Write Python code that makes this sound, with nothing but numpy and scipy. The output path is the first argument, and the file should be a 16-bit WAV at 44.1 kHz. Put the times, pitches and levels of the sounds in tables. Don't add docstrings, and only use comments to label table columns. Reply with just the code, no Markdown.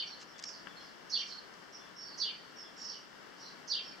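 import sys
import numpy as np
from scipy import signal
from scipy.fft import rfft, irfft
from scipy.io import wavfile
from scipy.ndimage import map_coordinates

SR = 44100
rng = np.random.default_rng(int(sys.argv[2]) if len(sys.argv) > 2 else 0)


def log_audio(samples):
    frames = np.atleast_2d(samples).T
    limited = np.clip(frames, -1, 1)
    pcm = np.round(limited * 32767).astype(np.int16)
    wavfile.write(sys.argv[1], SR, pcm)


N = 176400
LEAD = SR // 4

# time of the peak in seconds, level in dB, pitch ratio.
CHIRP_CUES = [(-.046, -22.5, 0.98), (1.143, -22.5, 0.98), (2.222, -22.5, 0.99), (3.722, -22.5, 1.0)]
# seconds from the peak, pitch in Hz, level in dB against the cue.
LOW_GLIDE = [(-.027, 4000, -23), (-.018, 4380, -14), (-.009, 4345, -19), (-.001, 4240, -11),
             (.007, 3353, -23.5), (.017, 3662, -14), (.028, 2775, -24), (.046, 3230, -16.5),
             (.064, 3095, -19.5), (.076, 2504, -24), (.092, 2300, -32.5)]
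# seconds from the peak, pitch in Hz, level in dB against the cue.
HIGH_GLIDE = [(-.05, 5600, -25), (-.031, 5650, -20.5), (-.022, 5500, -23), (-.013, 4950, -20.5),
              (-.006, 4660, -9), (.001, 4660, -5), (.007, 4640, -16), (.03, 4520, -19)]
# delay in seconds, level in dB.
WALL_SLAPS = [(.009, -6), (.017, -8.5), (.031, -6), (.054, -6), (0.072, -10.5)]
# start in seconds, length in seconds, centre pitch in Hz,
# fall as a share of the pitch, level in dB before the dry/wet mix, wobble as a share of the pitch.
FAR_TWITTERS = [(0.063, 0.03, 5570, 0.083, -47, 0.032), (0.072, 0.0753, 4405, .05, -47, 0.039),
                (0.266, 0.051, 5430, .05, -56, 0.03), (0.442, 0.066, 5390, 0.07, -41.5, 0.045),
                (0.514, 0.076, 4750, 0.041, -49, 0.0366), (0.759, 0.048, 4300, .02, -51.5, 0.023),
                (0.793, 0.099, 5020, 0.19, -54.5, 0.06), (1.159, 0.068, 5545, 0.029, -43.5, 0.048),
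                (1.261, 0.072, 4930, 0.26, -44.5, 0.077), (1.305, 0.038, 4350, 0.047, -42.5, 0.04),
                (1.724, 0.049, 5400, .1, -47, 0.042), (1.956, 0.12, 5396, 0.02, -46, 0.024),
                (1.99, 0.24, 4665, 0.037, -50.5, 0.034), (2.56, 0.074, 5330, 0.16, -47, 0.02),
                (2.763, 0.091, 5160, .15, -46.5, 0.079), (2.775, 0.068, 6850, .1, -59.5, .03),
                (2.802, 0.12, 5460, 0.019, -41, 0.035), (2.85, 0.11, 4820, 0.067, -46, 0.058),
                (2.914, 0.062, 3060, 0.16, -51, 0.056), (3.359, .17, 4790, .1, -53, .085),
                (3.402, 0.051, 5620, 0, -49.5, 0.015), (3.419, 0.063, 4157, 0.013, -49, 0.0142),
                (3.819, .09, 5370, 0.012, -50.5, 0.018), (3.88, 0.065, 4558, 0.039, -56, 0.03)]
# start in seconds, pitch in Hz, level in dB before the dry/wet mix.
FAR_WHISTLES = [(.335, 3482, -53.5), (.675, 3420, -51.5), (0.786, 3340, -52.5), (1.793, 3450, -52),
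                (2.63, 3403, -50.5), (3.888, 2404, -50.5)]
# frequency in Hz, left over right in dB.
BIRD_TILT = [(3200, 2), (4400, -4.5), (5600, -6), (7000, 3.5)]
# centre in seconds, bell-curve width in seconds, level in dB,
# left over right in dB.
LEAF_BRUSHES = [(0.22, 0.013, -51, 0), (0.384, .0012, -50, 3), (0.395, 0.004, -46.5, 4),
                (.427, 0.0017, -46.5, -2), (0.441, 0.0027, -39.5, -1), (0.457, .002, -50, 0),
                (0.491, 0.00072, -41.5, 4), (1.54, 0.0021, -55.5, -2)]
# frequency in Hz, relative level in dB.
LEAF_EQ = [(300, -14), (1200, -20), (2300, 5), (3500, -4), (5200, 9.5), (8000, -6.5), (10000, -29),
           (15000, -50)]
# frequency in Hz, relative level in dB.
KNOCK_EQ = [(80, -22), (180, -2), (550, -4.5), (1000, -4), (1550, 3.5), (2200, -4.5), (3100, -5),
            (4200, -28), (12000, -46)]
# frequency in Hz, relative level in dB.
HUSH_EQ = [(25, -17), (60, -12.5), (90, -19), (125, -6), (180, 0), (350, -0.5), (750, -4.5), (1100, -2.5),
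           (1700, -1.5), (2300, -9), (3000, -7.5), (3800, -15), (5200, -9.5), (6500, -20.5), (7700, -23),
           (8300, -25), (9200, -31.5), (11000, -30), (16000, -34.5)]
# frequency in Hz, left over right in dB.
HUSH_TILT = [(70, -2), (200, 4.5), (1300, 6.5), (3800, 3.5), (7500, 3.5), (11000, 0.5)]

RASP_HZ, RASP_END_S, RASP_FADE_S = 410.4, -0.029, 0.0049
FRAY_WOBBLE, FRAY_START_S, FRAY_RISE_S = 0.028, 0.059, 0.011
KNOCK_AT_S, KNOCK_DECAY_S, KNOCK_TAIL_S = 0.671, 0.00073, 0.011


def near_bird():
    t = clock()
    song = syrinx_voice(LOW_GLIDE, wobble=0.0211, rasp_depth=0)
    song += syrinx_voice(HIGH_GLIDE, wobble=0.02086, rasp_depth=0.15)
    walls = 0
    for delay, db in WALL_SLAPS:
        delayed = np.interp(t - delay, t, song)
        walls += undb(db) * scatter(delayed, t60_s=0.0086, onset_s=0.00024)
    early = undb(0.5) * scatter(song, t60_s=0.21, onset_s=0.0055)
    late = undb(-8.5) * scatter(song, t60_s=0.57, onset_s=0.056)
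    dry_pip = bird_note(start=1.381, length=0.015, hz=4360, fall=0.036, db=-43.5,
                        waver=1 + 0.015 * wander(498))
    return pan(db=-3) * (song + dry_pip) + walls + early + late


def syrinx_voice(glide, wobble, rasp_depth):
    times, hz, db = np.array(glide).T
    waver = 1 + wobble * wander(500)
    buzz = sine(RASP_HZ * (1 + 0.15 * wander(300)))
    jitter = FRAY_WOBBLE * wander(900)
    voice = 0
    for peak, cue_db, ratio in CHIRP_CUES:
        t = clock() - peak
        rasp = rasp_depth * buzz * (1 - np.tanh((t - RASP_END_S) / RASP_FADE_S)) / 2
        fray = jitter * (1 + np.tanh((t - FRAY_START_S) / FRAY_RISE_S))
        pitch = ratio * np.interp(t, times, hz) * (waver + rasp + fray)
        gate = np.clip(np.minimum(t - times[0], times[-1] - t) / 0.008, 0, 1)
        envelope = gate * undb(cue_db + np.interp(t, times, db))
        voice += envelope * (sine(pitch) + undb(-47) * sine(2 * pitch))
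    return voice


def scatter(sound, t60_s, onset_s):
    t = np.arange(SR) / SR
    tail = noise(likeness=0.58, size=SR) * np.exp(-np.log(1000) * t / t60_s)
    tail *= 1 - np.exp(-t / onset_s)
    tail /= np.sqrt(np.sum(tail ** 2) / 2)
    return signal.fftconvolve(sound[None], tail, axes=1)[:, :len(sound)]


def far_birds():
    calls = 0
    for start, length, hz, fall, db, wobble in FAR_TWITTERS:
        core = bird_note(start, length, hz, fall, db, 1 + wobble * wander(450))
        raspy_edge = bird_note(start, length, hz, fall, db - 7, 1 + 2.5 * wobble * wander(900))
        calls += core + raspy_edge
    for start, hz, db in FAR_WHISTLES:
        calls += bird_note(start, length=0.037, hz=hz, fall=0, db=db, waver=1 + 0.0181 * wander(150))
    return undb(-7.5) * calls + undb(-2.5) * scatter(calls, t60_s=0.38, onset_s=0.0006)


def bird_note(start, length, hz, fall, db, waver):
    progress = np.clip((clock() - start) / length, 0, 1)
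    arch = np.sqrt(4 * progress * (1 - progress))
    return undb(db) * arch * sine(hz * (1 - fall * (progress - 0.5)) * waver)


def hand_knock():
    t = clock()
    age = np.maximum(t - KNOCK_AT_S, 0)
    decay = np.exp(-age / KNOCK_DECAY_S) + undb(-14.5) * np.exp(-age / KNOCK_TAIL_S)
    hit = (t > KNOCK_AT_S) * decay * noise(likeness=0.92)
    return undb(-29) * pan(db=15) * equalise(hit, KNOCK_EQ)


def foliage_brushes():
    t = clock()
    bursts = sum(undb(db) * pan(side_db) * np.exp(-((t - centre) / width) ** 2 / 2)
                 for centre, width, db, side_db in LEAF_BRUSHES)
    crackle = undb(2 * wander(600))
    return equalise(bursts * crackle * noise(likeness=0.91), LEAF_EQ)


def outdoor_hush():
    air = equalise(noise(likeness=0.15), HUSH_EQ)
    return stereo_tilt(air, HUSH_TILT) * undb(-53.5 + 0.6 * wander(7.475))


def undb(db):
    return 10 ** (np.asarray(db) / 20)


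def pan(db):
    gains = undb(np.array([[db], [-db]]) / 2)
    return gains / np.sqrt(np.mean(gains ** 2))


def clock():
    return np.arange(-LEAD, N) / SR


def wander(rate_hz):
    t = np.arange(N + LEAD) / SR
    knots = rng.standard_normal(N // 8)
    return map_coordinates(knots, [t * rate_hz], order=3, mode="mirror")


def noise(likeness, size=N + LEAD):
    white = rng.standard_normal((3, size))
    return np.sqrt(1 - likeness) * white[:2] + np.sqrt(likeness) * white[2]


def sine(hz):
    return np.sin(2 * np.pi * np.cumsum(hz) / SR)


def curve_db(points):
    hz, db = np.array(points).T
    bins_hz = np.maximum(np.fft.rfftfreq(N + LEAD, 1 / SR), 1)
    return np.interp(np.log(bins_hz), np.log(hz), db)


def equalise(sound, points):
    gain = undb(curve_db(points))
    return irfft(rfft(sound) * gain / np.sqrt(np.mean(gain ** 2)), N + LEAD)


def stereo_tilt(sound, points):
    gains = undb(np.array([[0.5], [-0.5]]) * curve_db(points))
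    return irfft(rfft(sound) * gains, N + LEAD)


def scene():
    birds = stereo_tilt(near_bird() + far_birds(), BIRD_TILT)
    mix = birds + hand_knock() + foliage_brushes() + outdoor_hush()
    return mix[:, LEAD:]


def record(dry):
    notched = signal.lfilter(*signal.iirnotch(2500, Q=15, fs=SR), dry)
    high_cut = signal.ellip(10, 0.2, 70, 15750, fs=SR, output="sos")
    return signal.sosfilt(high_cut, notched)


dry = scene()
out = record(dry)
log_audio(out)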